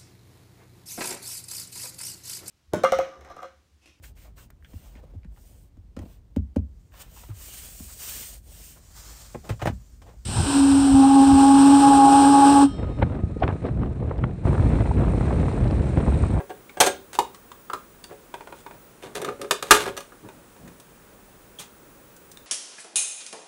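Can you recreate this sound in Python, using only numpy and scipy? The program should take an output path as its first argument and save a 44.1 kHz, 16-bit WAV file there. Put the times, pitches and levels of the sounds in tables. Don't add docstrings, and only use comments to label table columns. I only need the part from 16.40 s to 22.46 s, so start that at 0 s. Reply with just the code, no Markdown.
import sys
import numpy as np
from scipy import signal
from scipy.fft import rfft, irfft
from scipy.io import wavfile

SR = 44100
rng = np.random.default_rng(int(sys.argv[2]) if len(sys.argv) > 2 else 0)


def wav_record(signal):
    frames = np.transpose(np.atleast_2d(signal))
    bounded = np.clip(frames, -1, 1)
    quanta = np.round(bounded * 32767).astype(np.int16)
    wavfile.write(sys.argv[1], SR, quanta)


N = 267231

# t/s, level/dB, treble/dB, seating delay/s, seating re catch/dB, part
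PEG_SNAPS = [ (.094, -45, -16, .008, 7.5, "sword"), (.402, -17, 0.5, 0.0058, 4.5, "sword"),
             (.463, -25, -1.5, .007, 4, "sword"), (.788, -25.5, -4.5, .005, -13.5, "blade"),
             (1.333, -34.5, -7, .010, -6.5, "rod"), (1.940, -35.5, -14, 0.0096, -16, "shield"),
             (3.109, -19, -3.5, .002, -7.5, "armour"), (3.308, -7, -2.5, 0.0068, -3.5, "helmet"),
             (3.566, -44.5, 2.5, .008, 6, "helmet")]
# t/s, level/dB, treble/dB, part
PART_KNOCKS = [ (.000, -37.5, -34, "sword"), (0.37, -36, -19, "sword"), (1.299, -39.5, -15, "rod"),
               (2.752, -40.5, 1.5, "armour"), (2.816, -42, 2, "armour"), (2.846, -32, -7, "armour"),
               (2.887, -33, -17, "armour"), (3.014, -38, -1.5, "armour"), (3.044, -42, -16, "armour"),
               (3.225, -30, -3.5, "armour"), (3.456, -36, -11, "helmet"), (3.575, -36, -5, "spike"),
               (3.720, -50, -32, "helmet")]
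# t/s, level/dB
JOINT_NOTCHES = [(2.007, -42), (2.072, -42.5), (2.124, -41.5), (2.263, -40.5), (2.309, -46)]
# t/s, level/dB, treble/dB, ring f/Hz, crack t60/s
EDGE_TICKS = [(0.294, -45.5, -14, 2250, .028), (0.945, -47, -5, 1140, 0.033),
              (1.116, -43, -12, 1060, 0.027), (1.64, -44, -1, 4570, 0.024), (3.605, -43, -3, 1190, 0.021),
              (4.276, -51, -5, 1870, 0.036), (4.399, -57.5, 7, 1010, .04), (5.187, -39.5, 3, 3280, .18),
              (5.764, -71.5, 18, 9000, 0.028), (5.915, -63, 15.5, 6060, 0.032),
              (5.972, -49.5, -1.5, 3650, 0.0073)]
# t/s, length/s, level/dB, bass/dB, treble/dB
SURFACE_RUBS = [(0.729, 0.038, -40, -7.5, -4), (1.69, 0.049, -48.5, 2.5, -35),
                (2.142, 0.083, -61.5, -3, -0.5), (2.621, 0.065, -44.5, 0.5, -11.5),
                (2.748, 0.037, -35.5, -2, -8), (2.772, 0.17, -40.5, 3.5, -28),
                (2.991, 0.073, -47, 8, -32.5), (3.233, 0.29, -46, -0.5, -5),
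                (3.389, 0.057, -31, -13.5, -10), (3.452, 0.049, -33, -1.5, -16)]
PART_MODES = { "sword": [(582, -6, 0.067), (764.5, -2, .09), (856, -5, 0.018), (1621, -9, 0.11),
              (6280, -5, 0.0058), (8220, -2, .09), (8830, -11, 0.11)], "blade": [(918, 12.5, 0.02),
              (1000, -6, 0.022), (2894, -11, .07), (3700, -13, .03)], "rod": [(1040, 5, 0.02),
              (1258, 8, 0.025), (1323, 5, 0.066), (1523, -4, 0.013)], "shield": [(637.4, -2.5, 0.016),
              (915, 1.5, 0.02), (1460, -9, 0.02), (2460, -12, .04)], "armour": [(1243, 0.5, 0.022),
              (1740, -12.5, .04), (3580, -13, .05)], "helmet": [(1254, 0, .025), (1420, -4, 0.03),
              (1677, -3.5, 0.035), (1825, -9.5, .018), (2778, -13, 0.024)], "spike": [(8680, -3, .22),
              (5950, -1, 0.012)]}
PART_CRACKS = {"sword": (-2.5, 0.048), "blade": (-0.53, 0.034), "rod": (-6, 0.02), "shield": (-9, .022),
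               "armour": (-4.5, .026), "helmet": (-5, 0.039), "spike": (-10, 0.035)}
# f/Hz, spectral density/dB
PLASTIC_SPECTRUM = [(60, -10.5), (150, -4), (260, -5.5), (420, 8.5), (700, -1), (1200, -3.5), (2000, -7.5),
                    (3600, -2.5), (5000, -10.5), (7000, -4), (9000, -7), (12000, -13), (15500, -23.5)]
# f/Hz, gain/dB, t60/s
STAND_MODES = [(394, 8, .17), (425, 3, .15), (496, 3, .2), (566, 2, .16), (748, 1, .14), (900, -4, .07),
               (1230, -3, .09), (1661, -5, .1), (2515, -2, .05), (2820, -4, .05), (3700, 0, .05),
               (8220, -7, .07), (8870, -8, .07)]
# t/s, length/s, level/dB, centre f/Hz
TABLE_BUMPS = [(2.328, 0.037, -50.5, 255), (2.618, 0.13, -50.5, 280), (3.305, 0.023, -34.5, 58),
               (3.362, 0.2, -47.5, 224), (3.821, 0.067, -45, 171), (3.901, 0.17, -58, 202),
               (4.182, 0.16, -48, 134), (4.697, .07, -58.5, 221.6), (5.186, 0.041, -51, 260)]
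# f/Hz, t60/s, level/dB
ROOM_DECAY = [(100, 0.61, -6), (398, 0.23, -6), (1200, 0.24, -7), (3500, 0.29, -8.5), (7860, 0.2, -6),
              (14000, .16, -9)]
# f/Hz, relative spectral density/dB
ROOM_TONE_SPECTRUM = [(15, -34), (30, -1), (90, -7), (170, -4.5), (300, -4.5), (570, -6.5), (660, -12.5),
                      (800, -11.5), (1400, -13), (2100, -18.5), (4800, -25.5), (8800, -21.5), (13000, -26),
                      (15500, -34.5)]
# t/s, level before its gain/dB
WHINE_LEVELS = [(0.0, -62), (0.52, -59), (0.84, -61), (1.2, -57.5), (2.05, -65), (2.46, -57), (2.59, -70.5),
                (3.3, -67), (6.05, -59)]

EDGES = np.concatenate([[50, 170], np.geomspace(330, 17000, 15)])
CENTRES = np.sqrt(EDGES[1:] * EDGES[:-1])
BANDS = [signal.butter(2, pair, "bandpass", fs=SR, output="sos") for pair in zip(EDGES[:-1], EDGES[1:])]
T = np.arange(SR // 3) / SR


def snaps(hard_db=-18.5, seat_treble_db=-7, rattle_db=-15):
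    out = np.zeros(N)
    for s, db, treble_db, lag, seat_db, part in PEG_SNAPS:
        add(out, s, contact(part, db, treble_db))
        add(out, s + lag, contact(part, db + seat_db, treble_db + seat_treble_db))
        if db > hard_db:
            rattle = chatter(.07, db + seat_db + rattle_db, bass_db=-7, treble_db=-5.5, fall_db=8)
            add(out, s + lag, rattle)
    return out


def contact(part, db, treble_db, firm_db=-31, bass_per_db=-0.2758):
    bass_db, crack_t60 = PART_CRACKS[part]
    bass_db += bass_per_db * (db - firm_db)
    tilt = [(1500, 0), (6000, treble_db)]  # f/Hz, gain/dB
    ring = sum(undb(mode_db + at(hz, tilt)) * mode(hz, t60) for hz, mode_db, t60 in PART_MODES[part])
    shove = undb(bass_db - 6.5) * mode(hz=443.6, t60=.014)
    return at_level(db, crack(crack_t60, bass_db, treble_db) + shove + ring)


def crack(t60, bass_db, treble_db, damping=.15, rise_s=.0016):
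    rise = 1 - np.exp(-T / rise_s)
    envelopes = [rise * fade(t60 * (1500 / hz) ** damping) for hz in CENTRES]
    return plastic(envelopes, bass_db, treble_db)


def plastic(envelopes, bass_db, treble_db):
    tilt = [(480, bass_db), (900, 0), (1700, 0), (6000, treble_db)]  # f/Hz, gain/dB
    gains = undb(at(CENTRES, PLASTIC_SPECTRUM) + at(CENTRES, tilt)) * np.sqrt(np.diff(EDGES) / 1400)
    bursts = [envelope * rng.standard_normal(len(T)) for envelope in envelopes]
    return sum(gain * unit(signal.sosfilt(band, burst)) for band, gain, burst in zip(BANDS, gains, bursts))


def mode(hz, t60, rise_s=0.0026):
    rise = 1 - np.exp(-T / rise_s)
    return unit(rise * fade(t60) * np.sin(2 * np.pi * hz * T))


def knocks():
    out = np.zeros(N)
    for s, db, treble_db, part in PART_KNOCKS:
        add(out, s, contact(part, db, treble_db))
    for s, db in JOINT_NOTCHES:
        add(out, s, contact("shield", db, treble_db=-20.5))
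    return out


def ticks(touches=7, handling_s=(1.7, 4.4), touch_db=-52.5, spread_db=4.5):
    out = np.zeros(N)
    for s, db, treble_db, hz, t60 in EDGE_TICKS:
        rise_s = 0.092 * t60
        ring = undb(-1.5) * mode(hz, t60=0.011, rise_s=rise_s)
        burst = crack(t60, bass_db=-22, treble_db=treble_db, damping=.3, rise_s=rise_s)
        add(out, s, at_level(db, burst + ring))
    for s in rng.uniform(*handling_s, touches):
        add(out, s, contact("shield", rng.normal(touch_db, spread_db), treble_db=-13))
    return out


def rubs():
    out = np.zeros(N)
    for s, length, db, bass_db, treble_db in SURFACE_RUBS:
        add(out, s, chatter(length, db, bass_db, treble_db))
    return out


def chatter(length, db, bass_db, treble_db, fall_db=3, slip_db=5, slip_samples=90):
    steps = undb(slip_db * rng.standard_normal(len(T) // slip_samples + 1))
    slips = np.repeat(steps, slip_samples)[:len(T)]
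    along = np.minimum(T / length, 1)
    pressure = np.sqrt(np.abs(np.sin(np.pi * along))) * undb(-fall_db * along)
    return at_level(db, plastic([pressure * slips] * len(BANDS), bass_db, treble_db), length)


def stand(contacts):
    out = np.zeros(N)
    for hz, db, t60 in STAND_MODES:
        pole = np.exp((2j * np.pi * hz - np.log(1000) / t60) / SR)
        out += undb(db) * 2 * (1 - abs(pole)) * signal.lfilter([1], [1, -pole], contacts).imag
    return out


def bumps(edge_ratio=2.6):
    out = np.zeros(N)
    for s, length, db, hz in TABLE_BUMPS:
        push = np.sin(np.pi * np.minimum(T / length, 1)) * rng.standard_normal(len(T))
        band = signal.butter(2, [hz / edge_ratio, hz * edge_ratio], "bandpass", fs=SR, output="sos")
        add(out, s, at_level(db, unit(signal.sosfilt(band, push)), length))
    return out


def room(toy, echo_s=0.0072, echo_db=-11, build_s=0.0043):
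    build = 1 - np.exp(-(T / build_s) ** 2)
    response = np.zeros(len(T))
    for band, hz, width in zip(BANDS, CENTRES, np.diff(EDGES)):
        tail = signal.sosfilt(band, rng.standard_normal(len(T))) * build * fade(at(hz, ROOM_DECAY))
        response += unit(tail) * undb(at(hz, ROOM_DECAY, column=2)) * np.sqrt(2 * width / SR)
    response[int(echo_s * SR)] += undb(echo_db)
    return signal.fftconvolve(toy, response)[:N]


def room_tone(db=-52, top_hz=15577):
    hz = np.maximum(np.arange(N // 2 + 1) * SR / N, 1)
    spectrum = rfft(rng.standard_normal(N)) * undb(at(hz, ROOM_TONE_SPECTRUM)) * (hz < top_hz)
    return at_level(db, unit(irfft(spectrum, N)), N / SR)


def whine(hz=15577, gain_db=2):
    t = np.arange(N) / SR
    rms = undb(gain_db + np.interp(t, *np.transpose(WHINE_LEVELS)))
    return np.sqrt(2) * rms * np.sin(2 * np.pi * hz * t)


def undb(db):
    return 10 ** (np.asarray(db) / 20)


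def unit(x):
    return x / np.sqrt(np.sum(x ** 2) + 1e-18)


def at_level(db, sound, span_s=.01):
    return undb(db) * np.sqrt(span_s * SR) * sound


def at(hz, table, column=1):
    rows = np.array(table, float)
    return np.interp(np.log(hz), np.log(rows[:, 0]), rows[:, column])


def fade(t60):
    return np.exp(-np.log(1000) * T / t60)


def add(track, s, sound):
    start = max(int(s * SR), 0)
    track[start:start + len(sound)] += sound[:N - start]


def scene():
    contacts = snaps() + knocks() + ticks() + rubs()
    toy = contacts + stand(contacts) + bumps()
    return (toy + room(toy) + room_tone() + whine())[None]


def record(dry, top_hz=16000):
    lowpass = signal.ellip(8, .2, 70, top_hz, fs=SR, output="sos")
    return signal.sosfilt(lowpass, np.clip(dry, -1, 1))


dry = scene()
out = record(dry)
wav_record(out)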